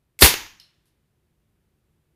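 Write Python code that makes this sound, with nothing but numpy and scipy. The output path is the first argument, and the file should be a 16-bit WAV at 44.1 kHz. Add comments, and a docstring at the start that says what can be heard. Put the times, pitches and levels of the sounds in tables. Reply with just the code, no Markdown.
"""In a garden, an air rifle fires once, so close to the microphone that it overloads.
The trigger clicks, escaping air hisses, then the muzzle cracks with a low thump and the barrel rings.
Walls and trees throw the bang back. The pellet clicks on something far off,
and a faint tick follows over a quiet outdoor rumble."""
import sys
import numpy as np
from scipy import signal
from scipy.fft import rfft, irfft
from scipy.io import wavfile

SR = 44100
rng = np.random.default_rng(int(sys.argv[2]) if len(sys.argv) > 2 else 0)


def store_pcm(level_fs):
    """Save levels as 16-bit WAV."""
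    pcm = np.round(np.clip(level_fs, -1, 1) * 32767).astype(np.int16)
    wavfile.write(sys.argv[1], SR, np.atleast_2d(pcm).T)


N = 94815
BANG_S = .2212  # when the muzzle cracks


def amp(db):
    return 10 ** (np.asarray(db) / 20)


def unit(x):
    """Scales a sound to an average (RMS) strength of 1."""
    return x / np.sqrt(np.mean(x ** 2) + 1e-20)


def read(points, hz):
    """Looks up a table between its rows, on a log-frequency axis."""
    f, value = np.transpose(points)
    return np.interp(np.log(hz + 1), np.log(f + 1), value)


def since(start):
    return np.arange(N) / SR - start


def decay(start, t60, rise=.0003):
    """A quick rise, then a fall; t60 is the time it takes to drop by 60 dB."""
    t = np.maximum(since(start), 0)
    return np.minimum(t / rise, 1) * np.exp(-np.log(1000) * t / t60)


def noise(spectrum):
    """Noise of strength 1; the table sets only the balance of low and high."""
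    gain = amp(read(spectrum, np.fft.rfftfreq(N, 1 / SR)))
    return unit(irfft(rfft(rng.standard_normal(N)) * gain, N))


def resonant(peaks):
    """Noise of strength 1, gathered around a few pitches."""
    f = np.fft.rfftfreq(N, 1 / SR)
    gain = sum(amp(db) / (1 + (2 * (f - hz) / width) ** 2) for hz, width, db in peaks)
    return unit(irfft(rfft(rng.standard_normal(N)) * gain, N))


def ring(start, tones):
    """The tones of a struck object, each dying away."""
    t = since(start)
    return sum(amp(db) * decay(start, t60, rise=.00021) * np.sin(2 * np.pi * (hz * t + rng.random()))
               for hz, db, t60 in tones)


def fade(sound, start, t60s, rise):
    """Starts a noise and lets each frequency band die at its own speed."""
    hz, t, bands = signal.stft(sound, SR, nperseg=256)
    fall = np.exp(-np.log(1000) * np.maximum(t - start, 0) / read(t60s, hz)[:, None])
    faded = signal.istft(bands * fall, SR, nperseg=256)[1][:N]
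    return faded * np.clip(since(start) / rise, 0, 1)


def ambience():
    """A quiet distant rumble and thin hiss; a faint hum slowly grows out of them."""
    # outdoor background: f/Hz, level/dB
    rumble = [(15, -18), (30, -11), (50, 0), (100, -1), (155, -5), (250, -13), (380, -13), (600, -21),
              (1100, -25), (3000, -29), (6000, -35.5), (12000, -32.5), (15500, -37.5)]
    # distant hum: f/Hz, width/Hz, level/dB
    hum = [(152, 9, 0), (218, 12, -7), (350, 40, -10)]
    t = since(N / SR / 2)  # seconds from the middle of the scene
    return noise(rumble) * amp(-70.5 + .5 * t) + resonant(hum) * amp(-80 + 5 * t)


def garden():
    """Nearby leaves scatter the bang into a short tail; far trees add a faint, longer roll."""
    # scatter from the leaves: f/Hz, level/dB
    leaves = [(60, -10), (170, -12.5), (330, 0), (650, -6), (950, 1.5), (1200, -6), (2000, 0), (3200, 1.5),
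              (5000, -1.5), (6900, -2), (7700, -10.5), (12500, -5), (15500, -11)]
    # how long it lasts: f/Hz, t60/s
    leaves_t60 = [(60, 0.77), (200, .42), (450, 0.35), (1000, 0.43), (1900, 0.47), (4000, .4), (6500, .43),
                  (8500, .34), (15000, 0.36)]
    # roll from the far trees: f/Hz, level/dB
    woods = [(100, -9), (700, -4.5), (1800, 1), (4000, -1), (7000, -12), (15000, -22)]
    near = fade(noise(leaves), BANG_S, leaves_t60, rise=.043)
    far = noise(woods) * decay(BANG_S, t60=1.2, rise=.043)
    return amp(-9.5) * near + amp(-48.5) * far


def echoes():
    """The crack comes back from walls and trunks, smeared, thinner and duller."""
    # echoes: arrival t/s, level/dB, dull above f/Hz
    arrivals = [(.2435, -5.5, 9000), (0.2595, -3, 10000), (0.327, -22, 2200), (0.3391, -11, 6000),
                (0.4042, -31, 5000), (0.4643, -33, 2990)]
    # sound of one echo: f/Hz, level/dB
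    slap_spectrum = [(100, -18), (350, -1.5), (650, -9), (1100, -2.5), (2000, -0.5), (2800, 5), (4200, -4),
                     (7000, -9), (11000, -5), (15500, -10)]
    out = np.zeros(N)
    for start, db, hz in arrivals:
        slap = noise(slap_spectrum) * decay(start, t60=.02, rise=.0011)
        low_pass = signal.butter(1, hz, fs=SR)
        out += amp(db) * signal.lfilter(*low_pass, slap)
    return out


def impacts():
    """The pellet strikes far off and a faint tick follows; the trees scatter both."""
    # hits: t/s, then level/dB of the ring, snap, scattered ring and scattered snap
    hits = [(0.5988, -38.5, -50, -50.5, -62), (0.855, -88, -66, -83, -68.5)]
    # ring of the thing hit: f/Hz, width/Hz, level/dB
    target_peaks = [(2960, 370, -2), (3730, 530, -7.5), (4180, 350, 4.5), (4606, 334, -8), (5307, 420, 5)]
    # sharp snap of a hit: f/Hz, level/dB
    snap_spectrum = [(300, -8.5), (2000, -5.5), (4500, 2.5), (7500, -4), (10000, 4.5), (12300, 3.5),
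                     (15500, -12)]
    # how long the scatter around the target lasts: f/Hz, t60/s
    scatter_t60 = [(1000, 0.63), (4200, 0.33), (8000, 0.28), (14000, 0.22)]
    out = np.zeros(N)
    for start, ring_db, snap_db, far_ring_db, far_snap_db in hits:
        body, snap = resonant(target_peaks), noise(snap_spectrum)
        ping = ring(start, [(5350, -6, .018)])  # f/Hz, level/dB, t60/s
        out += amp(ring_db) * (ping + body * decay(start, t60=.027, rise=.001))
        out += amp(snap_db) * snap * decay(start, t60=.026, rise=.001)
        scattered = amp(far_ring_db) * body + amp(far_snap_db) * snap
        out += fade(scattered, start, scatter_t60, rise=.018)
    return out


def trigger():
    """The catch inside the trigger lets go with a small metallic click."""
    # ring of the mechanism: f/Hz, level/dB, t60/s
    tones = [(2180, 4, .028), (2620, -4, .03), (3413, -8, .035), (5470, -5.5, 0.018), (8000, 0.5, 0.036),
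             (11300, -0.5, .06)]
    # snap of small hard parts: f/Hz, level/dB
    snap = [(200, -18.5), (1200, -11.5), (2500, -4.5), (5000, 1.5), (8000, -3), (12000, 1), (15500, -7.5)]
    start = .1903
    return amp(-33) * ring(start, tones) + amp(-32) * noise(snap) * decay(start, t60=.056)


def air():
    """Escaping air hisses ahead of the bang, swells and dies; the jet whistles briefly."""
    # air flow (a leak, a fast swell, two surges, then the fall): t/s, level/dB
    flow_curve = [(0.193, -37.5), (0.205, -32), (0.2101, -24), (0.2132, -13.5), (.224, -12.5), (.232, -9.5),
                  (.241, -12), (.249, -7.5), (0.263, -14.5), (.28, -17), (0.349, -41), (.47, -88)]
    # bright hiss of the air: f/Hz, level/dB
    hiss = [(100, -17.5), (500, -10), (2000, -6.5), (3300, -12.5), (5000, -1), (7000, -5), (10000, 0.5),
            (12500, 2), (15500, -7)]
    flow = amp(np.interp(since(0), *np.transpose(flow_curve), left=-np.inf, right=-np.inf))
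    whistle = resonant([(10020, 700, 0)])  # f/Hz, width/Hz, level/dB
    whistle *= decay(start=.2305, t60=.036, rise=.001)
    return noise(hiss) * flow + amp(-3) * whistle


def barrel():
    """The shot jolts the steel, which rings briefly."""
    # ring of the barrel and mechanism: f/Hz, level/dB, t60/s
    tones = [(442, 0.5, 0.12), (2140, -9.5, 0.18), (3630, -3.5, 0.33), (3740, -4, .17), (3984, -4, 0.16),
             (4459, -2, 0.11), (4400, 0, .17), (4840, -3.5, .17), (9960, -3, .15), (12650, -3, .15)]
    return amp(-14) * ring(BANG_S, tones)


def thump():
    """The push of air pressure: a few low swings that slow down as they fade."""
    start_hz, end_hz, glide_s = 146, 60, .007
    rise_s, length_s = .012, .05168
    t = np.maximum(since(BANG_S), 0)
    hz = end_hz + (start_hz - end_hz) * np.exp(-t / glide_s)
    phase = 2 * np.pi * np.cumsum(hz * (t > 0)) / SR
    level = np.interp(t, [0, rise_s, length_s], [0, 1, 0])
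    return -amp(-6) * level * np.sin(phase)


def muzzle():
    """Air bursts from the barrel: a sharp crack and the swirling blast behind it."""
    # muzzle blast: f/Hz, level/dB
    blast_spectrum = [(40, -13), (150, 4.5), (280, 0), (440, 5.5), (600, -4), (1000, -4), (1500, -6),
                      (2100, -1), (2700, -5), (4500, 0), (5800, -15), (7500, -15.5), (10000, -10),
                      (15500, -12)]
    # how long it lasts (the bass dies first): f/Hz, t60/s
    blast_t60 = [(150, 0.14), (450, 0.16), (1500, .18), (4000, 0.17), (12000, 0.22)]
    gas = noise(blast_spectrum)
    crack = gas * decay(BANG_S, t60=.019)
    blast = fade(gas, BANG_S, blast_t60, rise=.0017)
    return amp(2) * crack + amp(-2) * blast


def scene():
    """The rifle and the garden around it, in one channel."""
    rifle = trigger() + air() + muzzle() + barrel() + thump()
    return (rifle + echoes() + garden() + impacts() + ambience())[None]


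def record(dry):
    """The bang overloads the microphone, which flattens its peaks; the highest treble is cut."""
    ceiling, hardness, cutoff_hz = .92, 4.6, 15560
    clipped = dry / (1 + abs(dry / ceiling) ** hardness) ** (1 / hardness)
    low_pass = signal.firwin(801, cutoff_hz, window=("kaiser", 8), fs=SR)
    return signal.oaconvolve(clipped, low_pass[None], "same")


dry = scene()
out = record(dry)
store_pcm(out)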